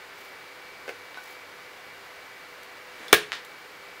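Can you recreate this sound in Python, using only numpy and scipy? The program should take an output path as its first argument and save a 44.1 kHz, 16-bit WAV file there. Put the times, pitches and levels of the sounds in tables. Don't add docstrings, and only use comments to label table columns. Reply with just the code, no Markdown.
import sys
import numpy as np
from scipy import signal
from scipy.fft import rfft, irfft
from scipy.io import wavfile
from scipy.ndimage import minimum_filter1d, map_coordinates

SR = 44100
rng = np.random.default_rng(int(sys.argv[2]) if len(sys.argv) > 2 else 0)


def wav_out(sig):
    wavfile.write(sys.argv[1], SR, np.round(np.clip(np.atleast_2d(sig).T, -1, 1) * 32767).astype(np.int16))


N = 176400

# (frequency [Hz], relative level [dB])
CONTACT_COLOUR = [(40, -19), (130, -15), (220, -19), (300, -10), (480, -4), (900, -11), (1700, -26),
                  (2900, -4), (4200, -4), (7000, -6), (8600, -8.5), (11000, -15), (15000, -4)]
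# (frequency [Hz], relative level [dB])
CLICK_COLOUR = [(60, -37), (350, -11), (900, -6), (1800, 6), (3300, -1.5), (5500, -13.5), (9000, -25.5),
                (15000, -39)]


def crack(at_s=3.1285):
    # (frequency [Hz], relative level [dB], t60 [s])
    body_modes = [(459, -3, 0.032), (345, -20.5, 0.14), (674, -7, 0.03), (1128, -11.5, 0.04),
                  (1214, -10, 0.032), (1440, -12, .03), (1500, -13, 0.039), (1650, -13, 0.13),
                  (1850, -9.5, 0.033), (2292, -2, 0.025), (2824, -15, 0.03), (3430, -8.5, 0.031),
                  (3720, -13, 0.031), (3990, -12.5, 0.025), (5250, -8.5, 0.012), (6210, -14.5, 0.019),
                  (7250, -14, 0.021), (8640, -11.5, 0.012), (10770, -14, 0.013), (13700, -13, 0.012),
                  (14300, -30, .014)]
    # (frequency [Hz], level [dB], t60 [s])
    cavity_modes = [(421, -21.5, 0.36)]
    # (frequency [Hz], relative level [dB])
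    echo_colour = [(40, -11), (150, 4), (220, -2), (380, 5.5), (600, 2), (900, -14), (1300, 1.5),
                   (1750, 14.5), (2050, 5.5), (2400, 10), (3500, 2), (4200, -0.5), (6000, -12),
                   (10000, -17), (15000, -17)]
    out, t = np.zeros(N), times(SR // 2)
    snap = amp(1.5) * np.exp(-(t / 0.0011) ** 2)
    burst = noise(CONTACT_COLOUR, len(t)) * (snap + decay(t, db=-6, t60=0.014))
    add(out, at_s, room(burst + ring(body_modes, t), wet_db=-13.5))
    chatter = noise(echo_colour, len(t)) * decay(t, db=-13.5, t60=0.14)
    add(out, at_s, chatter + ring(cavity_modes, t))
    echo = signal.fftconvolve(pulse(echo_colour, tilt_db=0.5), room_tail())
    add(out, at_s, amp(11) * echo)
    return out


def knocks():
    # (time [s], level [dB])
    blows = [(0.8793, -32), (0.8846, -37.5), (0.892, -30.5)]
    # (frequency [Hz], relative level [dB], t60 [s])
    modes = [(416, -23, 0.049), (483, 2, 0.086), (710, -2.5, .018), (1517, -1, 0.028), (2150, -8, 0.049),
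             (2520, -2.5, 0.018), (3470, -26, 0.014), (5300, -23, .015)]
    out, t = np.zeros(N), times(SR // 4)
    for at_s, db in blows:
        contact = noise(CLICK_COLOUR, len(t)) * decay(t, db=-1.5, t60=0.023)
        add(out, at_s, amp(db) * room(ring(modes, t) + contact, wet_db=-7))
    return out


def clicks():
    # (time [s], level [dB], treble tilt [dB/octave])
    events = [(1.145, -17.5, -2.5), (3.32, -0.5, 0.5)]
    out = np.zeros(N)
    for at_s, db, tilt_db in events:
        add(out, at_s, amp(db) * room(pulse(CLICK_COLOUR, tilt_db), wet_db=2))
    return out


def glass_taps():
    # (time [s], level [dB], main note [Hz], its t60 [s], treble tilt [dB/octave])
    taps = [(1.1733, -35, 1490, 0.14, -1.5), (3.0822, -32.5, 3470, 0.027, 2.5)]
    # (frequency [Hz], level before tilt [dB], t60 [s])
    glass_modes = [(780, -0.5, 0.01), (1120, -3.5, 0.023), (2280, -3.5, 0.018), (3880, -4.5, .025),
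                   (5450, -10, .02), (10000, -20, 0.022)]
    out, t = np.zeros(N), times(SR // 4)
    for at_s, db, note_hz, note_t60, tilt_db in taps:
        modes = [(note_hz, 0, note_t60)]
        modes += [(hz, level + tilt_db * np.log2(hz / note_hz), t60) for hz, level, t60 in glass_modes]
        contact = noise(CONTACT_COLOUR, len(t)) * decay(t, db=-14, t60=0.018)
        add(out, at_s, amp(db) * room(ring(modes, t) + contact, wet_db=-4.5))
    return out


def grip_ticks():
    # (time [s], level [dB])
    slips = [(2.633, -41.5), (3.353, -43), (3.4483, -37.5), (3.4525, -43.5)]
    # (frequency [Hz], relative level [dB])
    colour = [(300, -20), (2000, -6), (3800, 7), (6000, -6), (7500, 0), (9000, -12), (11500, 1),
              (13500, -10), (16000, -10)]
    out, t = np.zeros(N), times(SR // 10)
    for at_s, db in slips:
        tick = noise(colour, len(t)) * decay(t, db, t60=0.016)
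        add(out, at_s, room(tick, wet_db=-16))
    return out


def rubs():
    # (middle [s], half length [s], level [dB])
    strokes = [(0.195, 0.031, -56.5), (0.262, 0.055, -61), (0.894, .025, -60), (1.238, 0.016, -58),
               (1.287, 0.056, -55)]
    # (frequency [Hz], relative level [dB])
    colour = [(200, -29), (1500, -4), (5000, 2), (9000, -6), (13500, -1), (16000, -4)]
    t = times(N)
    level = sum(amp(db) * np.exp(-((t - mid_s) / half_s) ** 2) for mid_s, half_s, db in strokes)
    return level * noise(colour, N) * amp(3.9 * wobble(150))


def arm_swing(peak_s=3.064, half_s=0.13, db=-46.5):
    # (frequency [Hz], relative level [dB])
    colour = [(60, -18), (300, 3), (900, 0), (2000, 1), (4500, -9), (9000, -17.5), (15000, -28)]
    swell = np.exp(-((times(N) - peak_s) / half_s) ** 2)
    return amp(db) * swell * noise(colour, N)


def fan(rush_db=-46, flutter_db=2.4, drift_rad=1.1):
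    # (frequency [Hz], relative level [dB])
    colour = [(25, -17), (60, -15), (130, -11.5), (160, -7), (210, -11), (300, -4), (480, -0.5), (700, -1),
              (1100, 0.5), (1600, 1), (2250, 0.5), (2500, -3.5), (3300, -7.5), (4800, -9), (5400, -14.5),
              (7000, -17.5), (9000, -21.5), (15500, -21.5)]
    # (frequency [Hz], rms level [dB])
    tones = [(100, -77), (398.4, -64.5), (499, -61), (1507, -64), (1996, -61), (2294, -57), (2794, -65.5)]
    hum, t = np.zeros(N), times(N)
    for hz, db in tones:
        level = np.sqrt(2) * amp(db + flutter_db * wobble(9))
        hum += level * np.sin(2 * np.pi * hz * t + drift_rad * wobble(18))
    return hum + amp(rush_db) * noise(colour, N)


def room(x, wet_db):
    # (delay [s], gain [linear])
    walls = [(.0094, 0.34), (0.0152, 0.16), (.0177, 0.18)]
    response = amp(wet_db) * room_tail()
    response[0] += 1
    for delay, gain in walls:
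        response[round(delay * SR)] += gain
    return signal.fftconvolve(x, response)


def room_tail(onset_s=0.0062):
    # (frequency [Hz], t60 [s])
    t60s = [(120, 0.54), (500, 0.29), (1800, 0.37), (4000, 0.28), (8000, 0.29), (15000, 0.14)]
    # (frequency [Hz], relative level [dB])
    colour = [(100, -7), (400, 2.5), (900, 4), (2000, -4.5), (4000, 5.5), (8000, 4.5), (15000, 7)]
    hz, t, bands = signal.stft(noise(colour, SR // 2), SR, nperseg=256)
    bands = bands * decay(t, db=0, t60=along(t60s, hz)[:, None])
    _, tail = signal.istft(bands, SR, nperseg=256)
    tail *= 1 - np.exp(-(times(len(tail)) / onset_s) ** 2)
    return tail / np.linalg.norm(tail)


def ring(modes, t, scatter_rad=0.81, bass_cut_hz=318):
    x = sum(decay(t, db, t60) * np.sin(2 * np.pi * hz * t + rng.normal(0, scatter_rad))
            for hz, db, t60 in modes)
    return signal.sosfilt(signal.butter(2, bass_cut_hz, "high", fs=SR, output="sos"), x)


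def pulse(colour, tilt_db, size=2048):
    hz = np.fft.rfftfreq(size, 1 / SR)
    spectrum = amp(along(colour, hz) + tilt_db * np.log2((hz + 100) / 2000))
    cepstrum = irfft(np.log(spectrum))
    cepstrum[1:size // 2] *= 2
    cepstrum[size // 2 + 1:] = 0
    click = irfft(np.exp(rfft(cepstrum)))
    return click / np.linalg.norm(click)


def noise(colour, count):
    gains = amp(along(colour, np.fft.rfftfreq(count, 1 / SR)))
    x = irfft(rfft(rng.standard_normal(count)) * gains, count)
    return x / np.sqrt(np.mean(x ** 2) + 1e-20)


def wobble(rate):
    return map_coordinates(rng.standard_normal(N // 100), [times(N) * rate], mode="wrap")


def decay(t, db, t60):
    return amp(db - 60 * t / t60)


def amp(db):
    return 10 ** (np.asarray(db) / 20)


def along(points, hz):
    knots_hz, values = np.transpose(points)
    return np.interp(np.log(hz + 1), np.log(knots_hz + 1), values)


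def times(count):
    return np.arange(count) / SR


def add(out, at_s, x):
    part = out[round(at_s * SR):][:len(x)]
    part += x[:len(part)]


def ducking(x, above_db=6, share=0.36, attack_s=0.0095, hold_s=0.33, recover_db_per_s=47):
    wanted_cut = share * np.maximum(20 * np.log10(np.abs(x) + 1e-9) - above_db, 0)
    half_hold = int(hold_s * SR) // 2
    held_cut = -minimum_filter1d(-wanted_cut, 2 * half_hold + 1, origin=half_hold)
    recovery = recover_db_per_s * times(N)
    cut = np.maximum.accumulate(held_cut + recovery) - recovery
    pole = np.exp(-1 / (attack_s * SR))
    return -signal.lfilter([1 - pole], [1, -pole], cut)


def scene():
    cover_and_bottle = crack() + knocks() + clicks() + glass_taps() + grip_ticks() + rubs()
    return (cover_and_bottle + arm_swing() + fan())[None]


def record(dry):
    clipped = np.clip(dry * amp(ducking(dry[0])), -1, 1)
    top_hz = 15700
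    return signal.sosfilt(signal.ellip(12, 0.1, 90, top_hz, fs=SR, output="sos"), clipped)


dry = scene()
out = record(dry)
wav_out(out)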